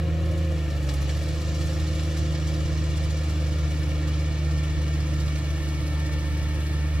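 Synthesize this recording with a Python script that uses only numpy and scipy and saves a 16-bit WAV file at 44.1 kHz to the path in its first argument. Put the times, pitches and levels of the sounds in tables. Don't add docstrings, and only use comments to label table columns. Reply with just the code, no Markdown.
import sys
import numpy as np
from scipy import signal
from scipy.fft import rfft, irfft, next_fast_len
from scipy.io import wavfile
from scipy.ndimage import map_coordinates

SR = 44100
rng = np.random.default_rng(int(sys.argv[2]) if len(sys.argv) > 2 else 0)


def amplitude_ratio(level_db):
    exponent = np.asarray(level_db, float) / 20
    return 10 ** exponent


def master(y):
    cut = np.clip(np.atleast_2d(y).T, -1, 1)
    pcm = np.round(cut * 32767)
    wavfile.write(sys.argv[1], SR, pcm.astype(np.int16))


N = 308695


def unit(x):
    return x / np.sqrt(np.mean(x ** 2) + 1e-20)


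def along(points, hz):
    point_hz, value = np.transpose(points)
    return np.interp(np.log(hz + 1), np.log(point_hz + 1), value)


def curves(rows):
    time_s, *columns = np.transpose(rows)
    return [np.interp(np.arange(N) / SR, time_s, column) for column in columns]


def wobble(rate):
    knots = rng.standard_normal(int(N * rate / SR) + 4)
    return map_coordinates(knots, [np.arange(N) * rate / SR])


def filtered(x, response):
    size = next_fast_len(N + 8192)
    return irfft(rfft(x, size) * response(np.fft.rfftfreq(size, 1 / SR)), size)[..., :N]


def rush(spectrum, shape=1):
    below, above = (spectrum[0][0] * 0.8, -120), (spectrum[-1][0] * 1.2, -120)
    closed = [below, *spectrum, above]
    return unit(filtered(shape * rng.standard_normal(N), lambda hz: amplitude_ratio(along(closed, hz))))


def tone(turn, db):
    return np.sqrt(2) * amplitude_ratio(db) * np.cos(turn + rng.uniform(0, 2 * np.pi))


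# time_s, firing_rate_hz
SPEED = [(0, 80.25), (0.45, 80.1), (0.55, 77.99), (0.65, 75.08), (0.75, 74.37), (0.92, 69.68), (1, 70.95),
         (1.2, 75.94), (1.45, 77.05), (1.7, 77.52), (2.8, 76.72), (3.8, 75.75), (4.4, 75.7), (4.8, 75.25),
         (5.2, 75.25), (5.6, 74.6), (6, 74.9), (7, 74.74)]


def firing_cycle():
    rate, = curves(SPEED)
    return rate, 2 * np.pi * np.cumsum(rate) / SR


# time_s, firing_db, octave_db, fourth_db
EXHAUST = [(0, -25.5, -30, -45.5), (.45, -24, -32.5, -41.5), (.7, -27, -33.5, -45.5), (1, -26, -33, -48),
           (1.4, -26, -33.5, -43), (2, -26, -32.5, -41), (2.6, -26, -30, -41), (3.3, -25, -33.5, -44),
           (4, -25.5, -32, -40.5), (4.6, -25, -30, -45.5), (5.7, -27, -33, -43), (6.3, -25.5, -33.5, -41),
           (7, -25, -33.5, -45.5)]
MULTIPLES = [2 / 3, 4 / 3, 3 / 2, 5 / 3, 7 / 3, 5 / 2, 8 / 3, 3, 16 / 3, 6, 40 / 3, 16]
OVERTONES_DB = [-51, -44.5, -50.5, -46.5, -55, -67, -61.5, -54, -61.5, -54.5, -61.5, -65.5]


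def exhaust(rate, firing):
    first_db, second_db, fourth_db = curves(EXHAUST)
    sag = np.clip(75 - rate, 0, 4)
    turn = firing + (0.024 + 0.049 * sag) * wobble(25)
    effort_db = 0.39 * wobble(9.1)
    lead = 1.3
    pulse = amplitude_ratio(first_db + effort_db) * np.cos(turn + lead)
    pulse += amplitude_ratio(second_db + 1.07 * effort_db + 0.32 * wobble(15)) * np.cos(2 * turn)
    pulse += amplitude_ratio(fourth_db + 0.93 * wobble(5)) * np.cos(4 * turn)
    for ratio, level_db in zip(MULTIPLES, OVERTONES_DB):
        pulse += amplitude_ratio(level_db + 0.65 * wobble(7)) * np.cos(ratio * turn)
    return np.sqrt(2) * pulse


def belt(firing):
    turn = 4.38 * firing + 0.3 * wobble(12)
    level_db = -44 - 0.61 * np.arange(N) / SR + 1.2 * wobble(1.32)
    fundamental = tone(turn, level_db + 0.9 * wobble(6.5))
    octave = tone(2 * turn, level_db - 14 + 0.54 * wobble(4.6))
    return fundamental + octave


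def fan(rate, firing):
    ratio = 20 / 3
    resonance_hz, width_hz = 528.3, 12
    drone = tone(ratio * firing + 0.5 * wobble(11), -40 + 1.2 * wobble(11.0))
    return drone / (1 + ((ratio * rate - resonance_hz) / width_hz) ** 2)


# early_db, late_db, swell_s, swell_width_s
PUMP = [(-57.5, -49.5, 5.8, 0.32), (-65.5, -58.5, 3.5, 4.2), (-79, -76.5, 4.2, .3), (-70, -58, 3, 1.8)]


def pump(firing):
    teeth, t = 6 * firing, np.arange(N) / SR
    whine = 0
    for k, (early_db, late_db, swell_s, width_s) in zip(range(2, 6), PUMP):
        swell = (1 + np.tanh((t - swell_s) / width_s)) / 2
        level_db = early_db + (late_db - early_db) * swell + 1.4 * wobble(6.9)
        whine = whine + tone(k * (teeth + 0.15 * wobble(20)), level_db)

    def housing(hz):
        ring_hz, width_hz = 1788, 36
        damping = 1j * hz * width_hz
        return 1 + amplitude_ratio(20) * damping / (ring_hz ** 2 - hz ** 2 + damping)

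    return filtered(whine, housing)


# frequency_hz, relative_density_db (per Hz)
RUMBLE = [(25, -51), (46, -13), (80, -6.5), (120, -6), (160, -13.5), (205, -17.5), (250, -18.5), (310, -9),
          (420, -27)]


def puffs(firing):
    return amplitude_ratio(-39) * rush(RUMBLE, 1 + 0.12 * np.cos(firing))


# frequency_hz, relative_density_db (per Hz)
DECK = [(380, -1.5), (425, -6), (525, 6), (685, -8), (760, -11.5), (900, -34)]


def deck(firing):
    level_db = -44 - 0.5 * np.arange(N) / SR
    pulsing = 1 + 0.093 * np.cos(firing)
    return amplitude_ratio(level_db) * rush(DECK, amplitude_ratio(0.25 * wobble(12)) * pulsing)


# start_s, hiss_db, fizz_db
SPITS = [(0.888, -37, -48), (0.936, -47, -44), (1.017, -44.5, -49), (1.0907, -39.5, -51.5),
         (1.611, -43, -55.5), (1.9919, -43, -57), (2.168, -42.5, -45), (2.3476, -43.5, -55),
         (3.043, -51, -53.5), (3.241, -53, -61), (4.079, -44, -52), (4.6324, -46, -55), (5.2779, -45, -53),
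         (5.3547, -44, -55)]


def spits():
    start_s, hiss_db, fizz_db = np.transpose(SPITS)
    t = np.arange(SR // 10) / SR
    swell = t / 0.0051 * np.exp(1 - t / 0.0042)
    tail = 0.2 * (1 - np.exp(-t / 0.005)) * amplitude_ratio(-60 * t / 0.36)
    kicks = np.zeros((3, N))
    start = (start_s * SR).astype(int)
    kicks[0, start] = amplitude_ratio(hiss_db)
    kicks[1, start] = amplitude_ratio(fizz_db)
    beat = np.cumsum(15.5 * (1 + 0.0856 * wobble(5))) / SR
    kicks[2, np.flatnonzero(np.diff(np.floor(beat)))] = 1
    kicks[2] *= amplitude_ratio(4.4 * wobble(20))
    return signal.fftconvolve(kicks, (swell + tail)[None], axes=1)[:, :N]


# time_s, hiss_db, fizz_db
CUTTING = [(0, -55, -61), (.8, -51, -60.5), (1, -48.5, -57), (1.7, -46, -55), (2.8, -47.5, -58),
           (4.4, -49, -60.5), (5.2, -48.5, -57.5), (7, -50, -59)]
# frequency_hz, relative_density_db (per Hz)
BODY = [(700, -11), (850, -1), (1100, -4), (1800, -2), (2800, -1.5), (3600, -6), (4500, -8)]
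# frequency_hz, relative_density_db (per Hz)
HISS = [(2500, -5), (3300, -2), (4500, -1), (6000, -2), (7500, -5.5), (9000, -12.5), (11000, -36)]
# frequency_hz, relative_density_db (per Hz)
FIZZ = [(7000, -13), (8500, -3.5), (10500, -7), (12200, -6), (13500, -14.5), (15700, -19), (16500, -33)]


def cutters(firing):
    hiss_db, fizz_db = curves(CUTTING)
    low, high, flail = spits()
    load_db = hiss_db - hiss_db.max()
    flail = flail * amplitude_ratio(0.7 * load_db)
    body_db = -47.5 + 0.21 * np.arange(N) / SR + 0.15 * load_db
    pulsing = 1 + 0.077 * np.cos(2 * firing) + 0.036 * np.cos(firing)
    body = amplitude_ratio(body_db) * rush(BODY, amplitude_ratio(0.22 * wobble(7.4)) * pulsing + 0.035 * flail)
    throb = 1 + 0.049 * np.cos(firing / 3)
    hiss = amplitude_ratio(hiss_db) * rush(HISS, amplitude_ratio(0.2 * wobble(8.7)) * throb + 0.7 * flail)
    fizz = amplitude_ratio(fizz_db) * rush(FIZZ, amplitude_ratio(1.8 * wobble(7.1)) * throb + 1.46 * flail)
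    spat = low * rush(HISS) + high * rush(FIZZ) + 0.88 * low * rush(BODY)
    return body + hiss + fizz + spat


# frequency_hz, level_db
DIFFUSE = [(100, 4.5), (300, -9.5), (700, -0.5), (1100, 4.5), (2500, 0), (5000, -3), (9000, -1.5),
           (12500, -0.5), (15000, -7)]


def ports(steady, noisy):
    hz, t, z = signal.stft(steady + noisy, SR, nperseg=512)
    lag_s = (21 + 6.5 * t) / 10 ** 6
    apart = lag_s * np.array([1, -1])[:, None, None]
    direct = z * np.exp(-1j * np.pi * hz[:, None] * apart)
    pair = signal.istft(direct, SR, nperseg=512)[1][:, :N]
    hz, t, z = signal.stft(noisy, SR, nperseg=2048)
    random_phase = np.exp(2j * np.pi * rng.random((2, *z.shape)))
    scattered = signal.istft(z * random_phase, SR, nperseg=2048)[1][:, :N]
    return pair, filtered(scattered, lambda hz: amplitude_ratio(along(DIFFUSE, hz)))


# left_ms, left_gain, right_ms, right_gain
ECHOES = [(1.674, 0.17, 1.563, 0.17), (1.714, 0.12, 1.615, 0.13), (1.841, -0.16, 1.77, 0.12),
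          (1.894, -0.17, 1.852, -0.19), (2.016, -0.15, 1.904, -0.16), (2.179, -0.08, 2.069, -0.1),
          (2.357, -0.09, 2.151, 0.17), (2.708, 0.07, 2.693, 0.11)]


def nearby(hz):
    columns = np.transpose(ECHOES)
    ms, gain = columns[0::2], columns[1::2]
    taps = np.sum(gain[..., None] * np.exp(-2j * np.pi * ms[..., None] / 1000 * hz), axis=1)
    shelf = (1 + 1j * hz / 2600) / (1 + 1j * hz / 1200)
    treble_loss = 1 + 1j * hz / 12000
    bass_loss = hz ** 4 / (hz ** 4 + 700 ** 4)
    return 1 + 2.28 * taps * shelf / treble_loss * bass_loss


# frequency_hz, relative_density_db (per Hz)
BREEZE = [(25, -21), (40, 5), (90, 8), (200, -3)]


def breeze():
    return amplitude_ratio(-58) * np.array([rush(BREEZE, amplitude_ratio(0.96 * wobble(9.9))) for side in range(2)])


def scene():
    rate, firing = firing_cycle()
    steady = exhaust(rate, firing) + belt(firing) + fan(rate, firing) + pump(firing)
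    noisy = puffs(firing) + deck(firing) + cutters(firing)
    direct, scattered = ports(steady, noisy)
    return filtered(direct, nearby) + scattered + breeze()


def roll_off(x):
    return signal.sosfilt(signal.butter(12, 15640, fs=SR, output="sos"), x)


# frequency_hz, left_over_right_db
TILT = [(60, -1), (180, -0.2), (350, 1.2), (700, 1.5), (1400, 2), (2800, 1.6), (5600, -1), (10000, 1.5),
        (14000, -5.5)]


def record(dry):
    side = np.array([[1], [-1]]) / 2

    def port(hz):
        trail = 1.4 * np.exp(-((hz - 9000) / 800) ** 2)
        return amplitude_ratio(along(TILT, hz) * side) * np.exp(-1j * trail * side)

    ported = filtered(dry, port)
    own_noise = [rush([(5000, -10), (10000, 1), (16000, 1)]) for channel in range(2)]
    mix = ported + amplitude_ratio(-66.5) * np.array(own_noise)
    return roll_off(mix)


dry = scene()
out = record(dry)
master(out)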